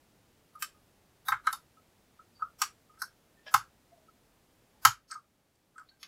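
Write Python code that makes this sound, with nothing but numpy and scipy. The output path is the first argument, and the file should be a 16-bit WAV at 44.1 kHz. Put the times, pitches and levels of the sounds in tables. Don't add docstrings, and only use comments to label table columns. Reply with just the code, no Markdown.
import sys
import numpy as np
from scipy import signal
from scipy.fft import rfft, irfft, next_fast_len
from scipy.io import wavfile
from scipy.ndimage import uniform_filter1d, minimum_filter1d, map_coordinates

SR = 44100
rng = np.random.default_rng(int(sys.argv[2]) if len(sys.argv) > 2 else 0)


def ratio(d):
    e = np.asarray(d, float) / 20
    return 10 ** e


def wav_record(signal):
    frames = np.transpose(np.atleast_2d(signal))
    bounded = np.clip(frames, -1, 1)
    quanta = np.round(bounded * 32767).astype(np.int16)
    wavfile.write(sys.argv[1], SR, quanta)


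N = 267819
LENGTH = SR // 3
t = np.arange(LENGTH) / SR
hz = np.fft.rfftfreq(2 * LENGTH, 1 / SR)


def along(points, x):
    f, v = np.transpose(points)
    return np.interp(np.log(x + 1), np.log(f + 1), v)


def peak(x):
    return x / np.max(np.abs(x))


def coloured(x, response):
    return irfft(rfft(x, 2 * LENGTH) * response)[:LENGTH]


def ring(f_hz, t60, rise):
    swell = (1 - np.exp(-t / rise)) ** 2
    return peak(np.sin(2 * np.pi * f_hz * t) * swell * ratio(-60 * t / t60))


def flutter(depth_db, rate):
    return ratio(depth_db * map_coordinates(rng.standard_normal(LENGTH // 40), [t * rate]))


# delay t/s, level/dB
BENCH_ECHO = (.00383, 1.5)
# delay t/s, level/dB
WALL_ECHOES = [(.008, -16), (0.01, -20), (0.0171, -13), (.021, -11)]


def echoed(x):
    dull = 0.25 + 0.9 / (1 + 1j * hz / 2800)
    echoes = sum(ratio(db) * np.exp(-2j * np.pi * hz * s) for s, db in [BENCH_ECHO, *WALL_ECHOES])
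    return coloured(x, 1 + dull * echoes)


# f/Hz, t60 t/s
ROOM = [(700, 0.12), (1500, 0.18), (5000, 0.16), (10000, 0.15), (15000, 0.11)]


def add(track, s, x, room_db, blur_hz=0):
    f, when, z = signal.stft(rng.standard_normal(LENGTH), SR, nperseg=256)
    decay = ratio(-60 * when / along(ROOM, f)[:, None])
    tail = signal.istft(z * decay, SR, nperseg=256)[1][:LENGTH]
    tail *= 1 - np.exp(-t / 0.0081)
    feed = rfft(x, 2 * LENGTH)
    if blur_hz:
        power = uniform_filter1d(np.abs(feed) ** 2, size=round(blur_hz / hz[1]))
        feed = np.sqrt(np.abs(power))
    reverb = coloured(tail / np.linalg.norm(tail), feed)
    track[round(s * SR):][:LENGTH] += x + ratio(room_db) * reverb


# f/Hz, level/dB per Hz
AIR = [(12, -31), (20, -6), (103, -2), (246, -4.5), (899, -12), (1010, -14.5), (14200, -26.5),
       (15500, -27.5), (16900, -51)]
# t/s, level/dB
GAIN = [(0, 1), (4.85, 0.5), (4.898, -4.5), (5.5, -4.5), (6.08, -3)]


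def air():
    m = next_fast_len(N)
    colour = ratio(along(AIR, np.fft.rfftfreq(m, 1 / SR)))
    hiss = irfft(rfft(rng.standard_normal(m)) * colour, m)[:N]
    gain_db = np.interp(np.arange(N) / SR, *np.transpose(GAIN))
    return ratio(-68 + gain_db) * hiss / np.std(hiss)


# t/s, peak level/dB, pitch f/Hz, low modes level/dB, upper modes level/dB
KNOCKS = [(0.6223, -27.5, 1229, -31, 1), (1.283, -18, 1292, -0.7, -0.5), (1.3211, -12.5, 1340, -11, -5),
          (1.4705, -13.5, 1290, -16.5, -5.5), (1.528, -26, 1318, -4.5, -11.5),
          (2.4212, -22.5, 1275, -37, -42), (2.6162, -18, 1203, -9, -8.5), (2.973, -54, 1310, -20, -5),
          (3.0181, -26.5, 1452, -16, -21), (3.5409, -6, 1290, -4, -9), (4.8506, -2.5, 1328, -9, -9),
          (5.1123, -35, 1274, -35, -6.5), (5.1217, -35, 1320, -33, 1), (5.1363, -46, 1360, -15, -13),
          (5.809, -49, 1248, -8, -6.5), (6.0273, -50, 1170, -20, -2)]
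# t/s, peak level/dB, pitch f/Hz
TAPS = [(0.5521, -43.5, 1231), (0.7433, -62.5, 1237), (1.7695, -57.5, 1294), (2.192, -47.5, 1300),
        (2.8943, -57, 1237), (2.9317, -63, 1276), (2.953, -61.5, 1246), (4.0822, -55, 1316),
        (5.101, -50.5, 1360), (5.1536, -34, 1246), (5.1643, -51, 1188), (5.758, -49, 1304),
        (5.781, -40, 1430), (5.7951, -47, 1290)]
TAP_LOW_DB, TAP_UPPER_DB = -30, -21
# f/Hz, t60 t/s, level/dB
STAND_MODES = [
    [(849.8, 0.055, 0.5), (1079, 0.082, 2)],
    [(1572, 0.028, 5), (1780, 0.015, -1.5), (2167, 0.11, -8)],
]
RING_S, REST_HZ, HALVE_PER_HZ, HALVE_PER_DB = 0.016, 1290, 137, 22
SHORTEST_S, LONGEST_S, KNOCK_RISE_S = 0.0065, 0.075, 0.0008


def stand():
    track = np.zeros(N + SR)
    groups = []
    for modes in STAND_MODES:
        rings = [ratio(db) * ring(f, min(t60, LONGEST_S), KNOCK_RISE_S) for f, t60, db in modes]
        groups.append(peak(sum(rings)))
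    low, upper = groups
    taps = [(*tap, TAP_LOW_DB, TAP_UPPER_DB) for tap in TAPS]
    for s, db, pitch_hz, low_db, upper_db in [*KNOCKS, *taps]:
        halvings = (pitch_hz - REST_HZ) / HALVE_PER_HZ + db / HALVE_PER_DB
        wood = ring(pitch_hz, max(RING_S * 0.5 ** halvings, SHORTEST_S), KNOCK_RISE_S)
        wood = wood + ratio(low_db + 0.5) * low + ratio(upper_db) * upper
        knock = peak(echoed(wood * flutter(1.6, 260)))
        add(track, s - 0.0008, ratio(db) * knock, room_db=-12, blur_hz=230)
    edge = signal.butter(10, 785, "high", fs=SR, output="sos")
    return signal.sosfilt(edge, track[:N])


# t/s, peak level/dB, f/Hz
STRUCK = [(.554, -62, 10800), (.624, -33, 14100), (0.623, -39.5, 2570), (1.284, -33.5, 3760),
          (1.471, -37.5, 3980), (1.472, -42, 3010), (1.529, -37.5, 3700), (2.422, -71, 2530),
          (2.618, -34, 7920), (2.617, -26, 5740), (3.019, -40, 8250), (3.019, -51, 14100),
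          (4.851, -30, 7200), (5.116, -40.5, 8200), (5.122, -61, 2160), (5.138, -58, 8060),
          (5.779, -59, 8240), (5.888, -57, 3950), (5.892, -54, 4380)]
# t/s, peak level/dB, f/Hz
FLEXED = [(2.325, -84, 5010), (2.345, -67.5, 4620), (2.378, -70, 4600), (3.365, -65, 1800),
          (3.462, -52, 627), (3.465, -48.5, 1675), (3.461, -59, 3166), (3.49, -70, 3200),
          (3.459, -58, 5486), (3.461, -60, 4960), (3.91, -59.5, 676), (3.94, -61, 658), (3.97, -62.5, 639),
          (4.745, -68, 880), (4.77, -69.5, 821.4), (5.91, -69, 1573)]
STRUCK_CYCLES, STRUCK_T60 = 110, 0.06
WANDERINGS = 0.11


def tools():
    track = np.zeros(N + SR)
    for s, db, note_hz in STRUCK:
        t60 = np.clip(STRUCK_CYCLES / note_hz, 0.018, STRUCK_T60)
        note = flutter(4, 210) * ring(note_hz, t60, rise=0.0012)
        add(track, s, ratio(db) * note, room_db=-9, blur_hz=220)
    for s, db, note_hz in FLEXED:
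        note = flutter(5.5, WANDERINGS * note_hz) * ring(note_hz, t60=0.09, rise=0.012)
        add(track, s, ratio(db - 2) * note, room_db=-5)
    return track[:N]


# f/Hz, width f/Hz, level/dB
BRASS = [(3080, 19, -11), (3830, 17, -1), (4576, 43, -5.5), (4855, 21, -1.5), (5100, 39, -4.5),
         (5070, 30, 1.5), (5380, 8.9, -4), (5910, 33, -2), (6830, 41, -8), (7100, 51, -8.5),
         (7600, 68, 9.5), (9240, 120, -3), (8660, 30, -14), (11300, 24, -2.5), (13000, 39, -9.5),
         (14400, 330, -6.5)]
BANDS_HZ = [5500, 3000, 8200, 11000, 14000]
LIFT_DB = [0.5, -4, 4, 3, 13]
LEAD = 128


def brass(table, top_db, rise, t60, crack_db, grain_db, edge_hz, blur_hz, room_db):
    track = np.zeros(N + SR)
    modes = 1
    for k, (c, width, db) in enumerate(BRASS):
        w = max(width, 130)
        modes = modes + (-1) ** k * ratio(db / 2 + 5) * 1j * hz * w / (c * c - hz * hz + 1j * hz * w)
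    steep = (hz / edge_hz) ** 6
    body = modes * steep / (1 + steep) / (1 + (hz / 15300) ** 16)
    order = np.argsort(BANDS_HZ)
    shares = []
    for k in range(len(order)):
        nearness = along(np.transpose([np.sort(BANDS_HZ), order == k]), hz)
        shares.append(np.sin(np.pi / 2 * np.clip(2 * nearness - 0.5, 0, 1)) ** 2)
    for s, db, *beside_db in table:
        burst = rng.standard_normal(LENGTH) * (1 - np.exp(-t / rise)) * ratio(-60 * t / t60)
        burst = burst * flutter(grain_db, 531) + ratio(crack_db) * (t == 0)
        metal = echoed(coloured(np.roll(burst, LEAD), body))
        levels_db = np.add([0, *beside_db, beside_db[-1] + top_db], LIFT_DB)
        mix = sum(ratio(d) * peak(coloured(metal, share)) for d, share in zip(levels_db, shares))
        add(track, s - LEAD / SR, ratio(db - 4.5) * mix, room_db, blur_hz)
    return track[:N]


# t/s, peak level/dB at 4-7 kHz, then level/dB beside it at 2-4, 7-9.5, 9.5-12.5 kHz
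SNAPS = [
    (0.5551, -59.5, -7, -16, -1),
    (0.6242, -24.5, 1, -2, -3.5),
    (1.3224, -39, 10.5, -5.5, -9),
    (2.4227, -59, 0, -12, -16),
    (2.6179, -19, 4, -2.5, -4.5),
    (3.5414, -15, -0.5, -8.5, -5),
    (4.8514, -7, 0, -12, -5.5),
    (1.285, -27, -7.5, -7, 3),
    (5.5544, -67, -7, -3, -11),
    (5.7964, -58, -15, -4.5, -7),
]
CLICKS = [
    (1.4697, -31.5, 3.5, -5, -3.5),
    (1.5284, -29, -7, -6, 3.5),
    (3.0193, -26, -27, -35, -3),
    (5.1123, -29.5, -16.5, -25, -19),
    (5.1214, -52, -9, -2.5, -19.5),
    (5.1434, -46, -11, -13, -12),
    (5.7808, -55, 1, -.6, -8),
    (5.89, -63, 12, -43, -33),
    (6.0305, -32.5, 5, -25, -10),
]
DRAGS = [
    (3.4594, -50.5, 19.5, -14, -17),
    (3.4844, -50.5, 11, -14, -22),
    (5.1008, -44, -2, -21, -33),
    (5.1297, -50, -7, -10, -15.5),
]


def lock():
    pins = dict(rise=0.00026, t60=0.023, crack_db=17.5, grain_db=-3, edge_hz=1600, blur_hz=280, room_db=-6)
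    rub = dict(rise=0.0072, t60=0.07, crack_db=-19, grain_db=9, edge_hz=480, blur_hz=0, room_db=-11.5)
    struck = brass(SNAPS, top_db=-10.5, **pins) + brass(CLICKS, top_db=-19, **pins)
    return struck + brass(DRAGS, top_db=-8, **rub)


# t/s, peak level/dB, rocking level/dB
THUMPS = [
    (1.289, -56, -12),
    (1.325, -50.5, -11.5),
    (1.474, -62.5, -11.5),
    (2.425, -58.5, -9),
    (3.544, -44.5, -17),
    (4.854, -37.5, -21.5),
]
# f/Hz, t60 t/s
BENCH = [(103, 0.18), (129, 0.17), (48, 0.48)]
THUD_DB, THUD_HZ, THUD_T60 = -13, 420, 0.085


def bench():
    track = np.zeros(N + SR)
    first, second, rocking = [ring(*mode, rise=0.0055) for mode in BENCH]
    foot = 1j * hz * THUD_HZ / (THUD_HZ ** 2 - hz * hz + 1j * hz * THUD_HZ)
    for s, db, rocking_db in THUMPS:
        thud = peak(coloured(rng.standard_normal(LENGTH) * ratio(-60 * t / THUD_T60), foot))
        blow = ratio(db - 4.5) * flutter(3.5, 45) * (first + second)
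        blow = blow + ratio(db + rocking_db) * rocking + ratio(db + THUD_DB) * thud
        track[round(s * SR):][:LENGTH] += blow
    return track[:N]


def scene():
    return (air() + stand() + tools() + lock() + bench())[None]


def top_cut(x):
    return signal.sosfilt(signal.butter(12, 17010, fs=SR, output="sos"), x)


def record(dry):
    size = round(0.038 * SR)
    before = np.arange(size)[::-1] / SR
    smear = rng.standard_normal(size) * np.cos(np.pi / 2 * before * SR / size)
    smear = signal.lfilter([1, -0.65], 1, smear)
    held_peak = -minimum_filter1d(-np.abs(dry[0]), size=4000)
    loudness = uniform_filter1d(held_peak, size=1000)
    spread = dry[0] / (1 + (loudness / 0.27) ** 1.8)
    spread = spread * map_coordinates(rng.standard_normal(N // 40), [np.arange(N) * 650 / SR])
    ahead = signal.fftconvolve(spread, smear / np.linalg.norm(smear))[size:][:N]
    heard = dry + ratio(-10) * np.pad(ahead, (0, N - len(ahead)))
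    limit = signal.butter(18, 16150, fs=SR, output="sos")
    return top_cut(signal.sosfilt(limit, heard))


dry = scene()
out = record(dry)
wav_record(out)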